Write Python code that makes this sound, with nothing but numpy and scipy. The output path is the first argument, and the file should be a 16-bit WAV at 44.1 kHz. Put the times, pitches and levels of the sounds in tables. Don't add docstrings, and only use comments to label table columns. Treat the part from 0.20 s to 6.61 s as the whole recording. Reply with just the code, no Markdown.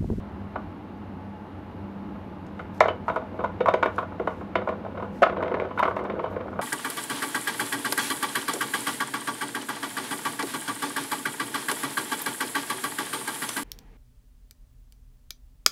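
import sys
import numpy as np
from scipy import signal
from scipy.fft import rfft, irfft
from scipy.io import wavfile
from scipy.ndimage import uniform_filter1d

SR = 44100
rng = np.random.default_rng(int(sys.argv[2]) if len(sys.argv) > 2 else 0)


def elevation(decibels):
    levels = np.asarray(decibels, float)
    return 10 ** (levels / 20)


def to_wav(sig):
    pcm = np.clip(np.atleast_2d(sig), -1, 1) * 32767
    pcm = np.round(pcm).astype(np.int16)
    wavfile.write(sys.argv[1], SR, pcm.T)


N = 282844

# frequency in Hz, density in dB per Hz.
AIR_COLOUR = [(25, -33), (42, -34), (60, -8.5), (82, -8), (102, -4.5), (132, -19), (175, -5), (310, -10),
              (430, -16.5), (1000, -20), (4000, -44.5), (5500, -54.5), (8500, -63), (16000, -69.5)]
# frequency in Hz, width in Hz, rms level in dB.
DUCT_RESONANCES = [(94.1, 2, -48.5), (198.9, 3.6, -44.5), (300, 7.9, -53.5), (855, 19, -53),
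                   (2814, 60, -72), (9750, 420, -88), (11750, 490, -84.5)]
# frequency in Hz, level in dB, T60 in seconds.
BELL_MODES = [(9900, -2, .025), (10600, 1, 0.032), (12640, -1, .2), (13900, -6, .025)]
# start in seconds, level in dB.
PELLET_HITS = [
    (6.103, -80),
    (6.112, -68),
    (6.121, -80),
    (6.133, -84),
    (6.146, -80),
]
# middle in seconds, half length in seconds, level in dB.
BRUSHES = [(2.403, .04, -75), (2.563, .03, -68), (2.64, .05, -79), (2.894, .04, -70), (2.96, .02, -78),
           (3.165, .03, -77), (3.248, .02, -72), (3.49, .04, -73), (3.666, 0.044, -72), (3.78, 0.048, -66),
           (4.107, 0.052, -70.5), (4.2, .04, -74), (4.49, 0.034, -78), (4.83, 0.045, -75),
           (4.97, 0.048, -66.5), (5.045, 0.031, -78), (5.235, 0.02, -74), (5.42, 0.05, -80),
           (5.597, 0.036, -66), (5.69, 0.036, -68.5), (5.79, 0.021, -69), (5.86, .03, -83.5),
           (6.04, 0.027, -75), (6.128, 0.032, -73), (6.326, 0.073, -77)]
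# start in seconds, peak in dB, share of the thinnest top in dB.
CLAW_TICKS = [(2.266, -48, -22), (2.5458, -53, -2), (2.5798, -52, -15), (2.605, -23.5, -17.5),
              (2.6817, -47, -30), (2.884, -44, -15), (2.9431, -58, -8), (2.96, -42, -11), (3.242, -45, -22),
              (3.459, -43.5, -13), (3.4861, -35, -12), (3.5397, -37, -20), (3.6291, -41, -14.5),
              (3.658, -47, -9.5), (3.7606, -50, -11), (3.783, -56.5, -7), (3.9987, -55, -5),
              (4.071, -45.5, -26), (4.4892, -51, -11), (5.021, -31, -19.5), (5.0276, -28, -14.5),
              (5.228, -53, -10), (5.595, -42.5, -4), (5.628, -37, -21), (5.654, -55, -1.5), (5.684, -62, 8),
              (5.7628, -52.5, -8), (5.8396, -47.5, -9), (6.103, -58.5, -7.5), (6.3907, -51, -8)]
# time in seconds, level in dB.
ROLLING = [(2.3, -60), (2.9, -52), (3.4, -50), (3.64, -44), (3.8, -50), (4.25, -56), (4.59, -41.5),
           (5.06, -56), (5.2, -31.5), (5.41, -37), (5.62, -49.5), (5.77, -35.5), (6.17, -39.5), (6.41, -45)]

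# frequency in Hz, level in dB, T60 in seconds.
BASE_MODES = [(373, -5.5, 0.053), (454, -6.5, 0.1), (498.9, -0.5, 0.083)]
LID_MODES = [(597, -4, 0.019), (618.7, 2.5, 0.048), (695, -3.5, 0.057), (799, -15.5, 0.1)]
WALL_MODES = [(930.5, 0, 0.027), (999, -2.5, 0.053), (1074, -1.5, 0.052), (1157, -4.5, 0.043)]
TRACK_MODES = [(1281, 0, 0.031), (1425.5, -3.5, 0.052), (1489, -4, 0.033)]
RIM_MODES = [(1750, 3.5, 0.021), (2113, 9, 0.0098), (2247, 2.5, 0.027), (2453, -27.5, 0.049),
             (2630, -17.5, 0.019), (3006, -10, 0.049), (3245, -13.5, 0.019), (3660, -11.5, 0.05),
             (3810, -21.5, 0.044)]

# start in seconds, strength in dB,
# hardness in dB (how much reaches the rim), spill into the other panels in dB.
BASE_DROPS = [(2.682, -19.5, -4, 3), (2.701, -27, -13, 2), (2.972, -28, -19, -0.5), (3.19, -24, -18, -1.5),
              (3.204, -30.5, -13, 3), (3.405, -16.5, -12, -3.5), (3.538, -16, -6.5, 0.5),
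              (3.658, -20, -9, 2.5), (3.997, -21.5, -20, -1.5), (4.016, -38, -7, 2),
              (4.354, -19, -3.5, 3.5), (4.384, -24.5, -23, -13), (4.489, -26, -6.5, 4.5),
              (4.773, -30.5, -12, 3), (4.798, -31.5, -12, 3), (4.823, -30, -13, 3.5),
              (5.095, -25.5, -7.5, -0.5), (5.124, -23, -25, -1.5), (5.179, -31.5, -13, -3.5),
              (5.225, -23.5, -8.5, 4), (5.258, -26.5, -16.5, 0), (5.278, -30.5, -8, 2.5),
              (5.315, -24.5, -17, 2), (5.341, -18, -15, -3), (5.369, -27, -23, -0.5), (5.398, -26, -7, 2),
              (5.418, -22, -22.5, -4.5), (5.448, -28, -13, 0.5), (5.897, -27.5, -7, 2.5),
              (6.162, -26, -17.5, -3)]
# start in seconds, strength, hardness and spill in dB.
LID_STRIKES = [(0.357, -25.5, -14.5, 3.5), (1.951, -42.5, -17, 3), (2.606, -7.5, -8.5, 1.5),
               (2.639, -28, -23, 3), (2.655, -17.5, -12.5, 2.5), (2.898, -23, -13.5, 3),
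               (3.017, -35, -16, 3), (3.141, -34.5, -24, 1.5), (3.238, -21, -21, -0.5),
               (3.485, -10, -17.5, -4.5), (4.209, -28, -23, -0.5), (4.473, -24, -15, 4),
               (4.523, -32, -31, 0.5), (4.648, -31, -20, -2.5), (4.662, -29, -22, -3.5),
               (4.748, -36, -22, 0), (5.02, -9.5, -17.5, -9), (5.026, -10, -10, -6), (5.063, -16.5, -23, 0),
               (5.164, -29, -15, 1.5), (5.204, -26.5, -25, 3.5), (5.653, -18.5, -14, 3),
               (5.678, -20, -14, 4), (5.765, -23.5, -12.5, 4), (5.79, -27.5, -14.5, 3),
               (6.04, -18, -21, -5), (6.059, -27, -15, 1), (6.204, -32.5, -12, 3), (6.39, -21.5, -21, 1)]
# start in seconds, strength, hardness and spill in dB.
WALL_BUMPS = [(2.621, -25, -29, -7), (2.726, -38.5, -23, 4), (3.243, -13.5, -21, -5), (3.258, -32, -19, 3),
              (3.458, -14.5, -16, -1.5), (3.471, -16, -30, -5), (3.483, -13, -15, 0),
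              (3.629, -13.5, -7.5, -3), (3.785, -21, -13, 1), (3.826, -28, -19, 3.5),
              (4.089, -28.5, -21, -6), (4.417, -34.5, -9, 9), (5.035, -16, -21.5, 2.5),
              (5.046, -27, -25.5, -4), (5.508, -31, -14.5, -0.5), (5.592, -16, -12, -2.5),
              (5.598, -12, -33, -7.5), (5.627, -11, -25, -0.5), (5.631, -15, -10.5, -4),
              (5.71, -25.5, -19, 4.5), (5.81, -33.5, -20, -4), (5.849, -27, -10, 0), (5.993, -25, -12, 1.5),
              (6.124, -33.5, -21, -4), (6.28, -32.5, -18, 4.5), (6.327, -35, -20, 7),
              (6.356, -33.5, -27, 4.5)]
# start in seconds, strength, hardness and spill in dB.
TRACK_CLIPS = [(2.393, -31.5, -8, -1), (2.881, -19, -11.5, -1), (2.96, -23, -11, 1.5),
               (3.626, -15, -18, -0.5), (3.674, -31, -16, -3.5), (3.781, -21, -10.5, 0),
               (3.921, -42.5, -18, 3.5), (4.073, -21.5, -10.5, 2.5), (4.844, -39.5, -24, 7),
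               (5.03, -13, -11, -9.5), (5.574, -24, -14, -4), (5.585, -30.5, -0.5, -5.5)]
# level in base, lid, wall and track, all in dB.
PANEL_COUPLING = [(-0.5, -6.5, -3.5, -9.5), (-11, -2.5, -3.5, -10), (-20, -9.5, -0.5, -10),
                  (-7, -5.5, -0.5, -0.5)]


def level(x, db):
    return x * elevation(db) / np.sqrt(np.mean(x ** 2))


def band(x, lo_hz, hi_hz):
    return signal.sosfilt(signal.butter(2, [lo_hz, hi_hz], "band", fs=SR, output="sos"), x)


def ring(x, hz, t60):
    radius = np.exp(-np.log(1000) / (t60 * SR))
    angle = 2 * np.pi * hz / SR
    return signal.lfilter([0, radius * np.sin(angle)], [1, -2 * radius * np.cos(angle), radius ** 2], x)


def pulses(s, size):
    return np.bincount(np.minimum((np.asarray(s) * SR).astype(int), N - 1), size, N)


def fading(s, db, t60):
    return signal.lfilter([1], [1, -np.exp(-np.log(1000) / (t60 * SR))], pulses(s, elevation(db)))


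def walk(rate):
    hold = int(SR / rate)
    steps = np.repeat(rng.standard_normal(N // hold + 1), hold)
    return 1.2 * uniform_filter1d(uniform_filter1d(steps, hold), hold)[:N]


def bumps(per_s, spread_db):
    hit = rng.random(N) < per_s / SR
    unevenness = elevation(spread_db * rng.exponential(size=N))
    return level(hit * rng.standard_normal(N) * unevenness, 0)


def hum():
    f = np.fft.rfftfreq(N, 1 / SR) + 1
    hz, db = np.transpose(AIR_COLOUR)
    colour = elevation(np.interp(np.log(f), np.log(hz), db))
    air = irfft(rfft(rng.standard_normal(N)) * colour, N)
    out = level(air, -40) * elevation(0.44 * walk(1.8))
    for hz, width, db in DUCT_RESONANCES:
        tone = ring(rng.standard_normal(N), hz, np.log(1000) / (np.pi * width))
        swell_db = 2.2 if hz < 400 else 0.8
        out = out + level(tone, db) * elevation(swell_db * walk(4.1))
    return out


def room(x):
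    t60_s, tail_db, build_up_s = 0.21, -11.5, 0.0054
    t = np.arange(int(0.5 * SR)) / SR
    tail = rng.standard_normal(len(t)) * np.exp(-np.log(1000) * t / t60_s) * (1 - np.exp(-t / build_up_s))
    tail = signal.lfilter([1], [1, -0.5], tail)
    tail = tail / np.sqrt(np.sum(tail ** 2))
    return x + elevation(tail_db) * signal.fftconvolve(x, tail)[:N]


def bell():
    s, db = np.transpose(PELLET_HITS)
    hits = pulses(s, elevation(db))
    return sum(elevation(mode_db) * ring(hits, hz, t60) for hz, mode_db, t60 in BELL_MODES)


def knocks():
    spots = [BASE_DROPS, LID_STRIKES, WALL_BUMPS, TRACK_CLIPS]
    s, db, hard_db, spill_db = np.concatenate(spots).T
    struck = np.repeat(np.arange(len(spots)), [len(rows) for rows in spots])
    elsewhere = 1 - np.eye(len(spots))[struck].T
    panel_db = db + np.array(PANEL_COUPLING)[struck].T + elsewhere * spill_db
    return s, *panel_db, db + hard_db


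def ticks(t60=0.027):
    knock_s, *_, rim_db = knocks()
    knock_ticks = [knock_s, rim_db - 30.5, np.full(len(knock_s), -10.0)]
    s, db, top_db = np.hstack([np.transpose(CLAW_TICKS), knock_ticks])
    t = np.arange(N) / SR
    brush = sum(elevation(rub_db) * np.exp(-((t - mid) / half) ** 2) for mid, half, rub_db in BRUSHES)

    low_env = fading(s, db - 4.5, t60) + fading(s, db - 9.5, 0.0074) + elevation(6.5) * brush
    top_env = fading(s, db + top_db - 6.5, t60) + fading(s, db + top_db + 5.5, 0.0093) + brush
    low = band(low_env * bumps(5500, 1.5), 3100, 7020)
    top = band(top_env * bumps(6000, 2.4), 9500, 13000)
    fur = band(elevation(-4.5) * brush * bumps(5000, 2.4), 6500, 14500)
    return low + top + fur


def panel(modes, knock_db, roll, drag_s, spot_db=1.5):
    again_s, again_db = 0.004, -5.5
    s = knocks()[0]
    spot = rng.standard_normal((len(s), len(modes), 5))
    out = 0
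    for k, (hz, db, t60) in enumerate(modes):
        size = elevation(knock_db + spot_db * spot[:, k, 0]) * np.sign(spot[:, k, 1])
        first_s = s + drag_s * np.abs(spot[:, k, 2])
        second_s = first_s + again_s * np.abs(spot[:, k, 3])
        second_size = elevation(again_db) * size * np.sign(spot[:, k, 4])
        shaking = pulses(first_s, size) + pulses(second_s, second_size) + roll
        out = out + elevation(db) * ring(shaking, hz, t60)
    return band(out, modes[0][0] / 2.0, modes[-1][0] * 1.58)


def toy():
    s, base_db, lid_db, wall_db, track_db, rim_db = knocks()
    drag_s = 0.0007056 * elevation(-0.35 * wall_db)
    roll_db = np.interp(np.arange(N) / SR, *np.transpose(ROLLING), left=-300)
    rumble = elevation(roll_db)
    over_still_db = roll_db + 59
    scrape = elevation(-63.5 + 0.36 * over_still_db)
    boom = elevation(-50 + 0.92 * over_still_db)
    grain_db = 2.2

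    base = panel(BASE_MODES, base_db + 0.5, elevation(-29) * boom * bumps(450, grain_db), drag_s)
    lid = panel(LID_MODES, lid_db + 1.5, elevation(-30) * rumble * bumps(330, grain_db), drag_s)
    wall = panel(WALL_MODES, wall_db - 3, elevation(-34.5) * rumble * bumps(590, grain_db), drag_s)
    track = panel(TRACK_MODES, track_db + 1.0, elevation(-34.5) * rumble * bumps(450, grain_db), drag_s)
    rim = panel(RIM_MODES, rim_db - 7.5, elevation(-31) * scrape * bumps(450, 1.8), drag_s, spot_db=4.5)

    crack_env = fading(s, rim_db - 1.5, 0.048) + fading(s + 2 * drag_s, rim_db - 4, 0.056)
    crack = (crack_env + elevation(-1.0) * scrape) * bumps(7000, 3.0)
    return base + lid + wall + track + rim + band(band(crack, 1400, 3080), 1100, 4030)


def scene():
    return (room(toy() + ticks() + bell()) + hum())[None]


def low_pass(x):
    return signal.sosfilt(signal.butter(12, 15850, fs=SR, output="sos"), x)


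def record(dry):
    mix = np.clip(dry, -1, 1)
    return low_pass(mix)


dry = scene()
out = record(dry)
to_wav(out)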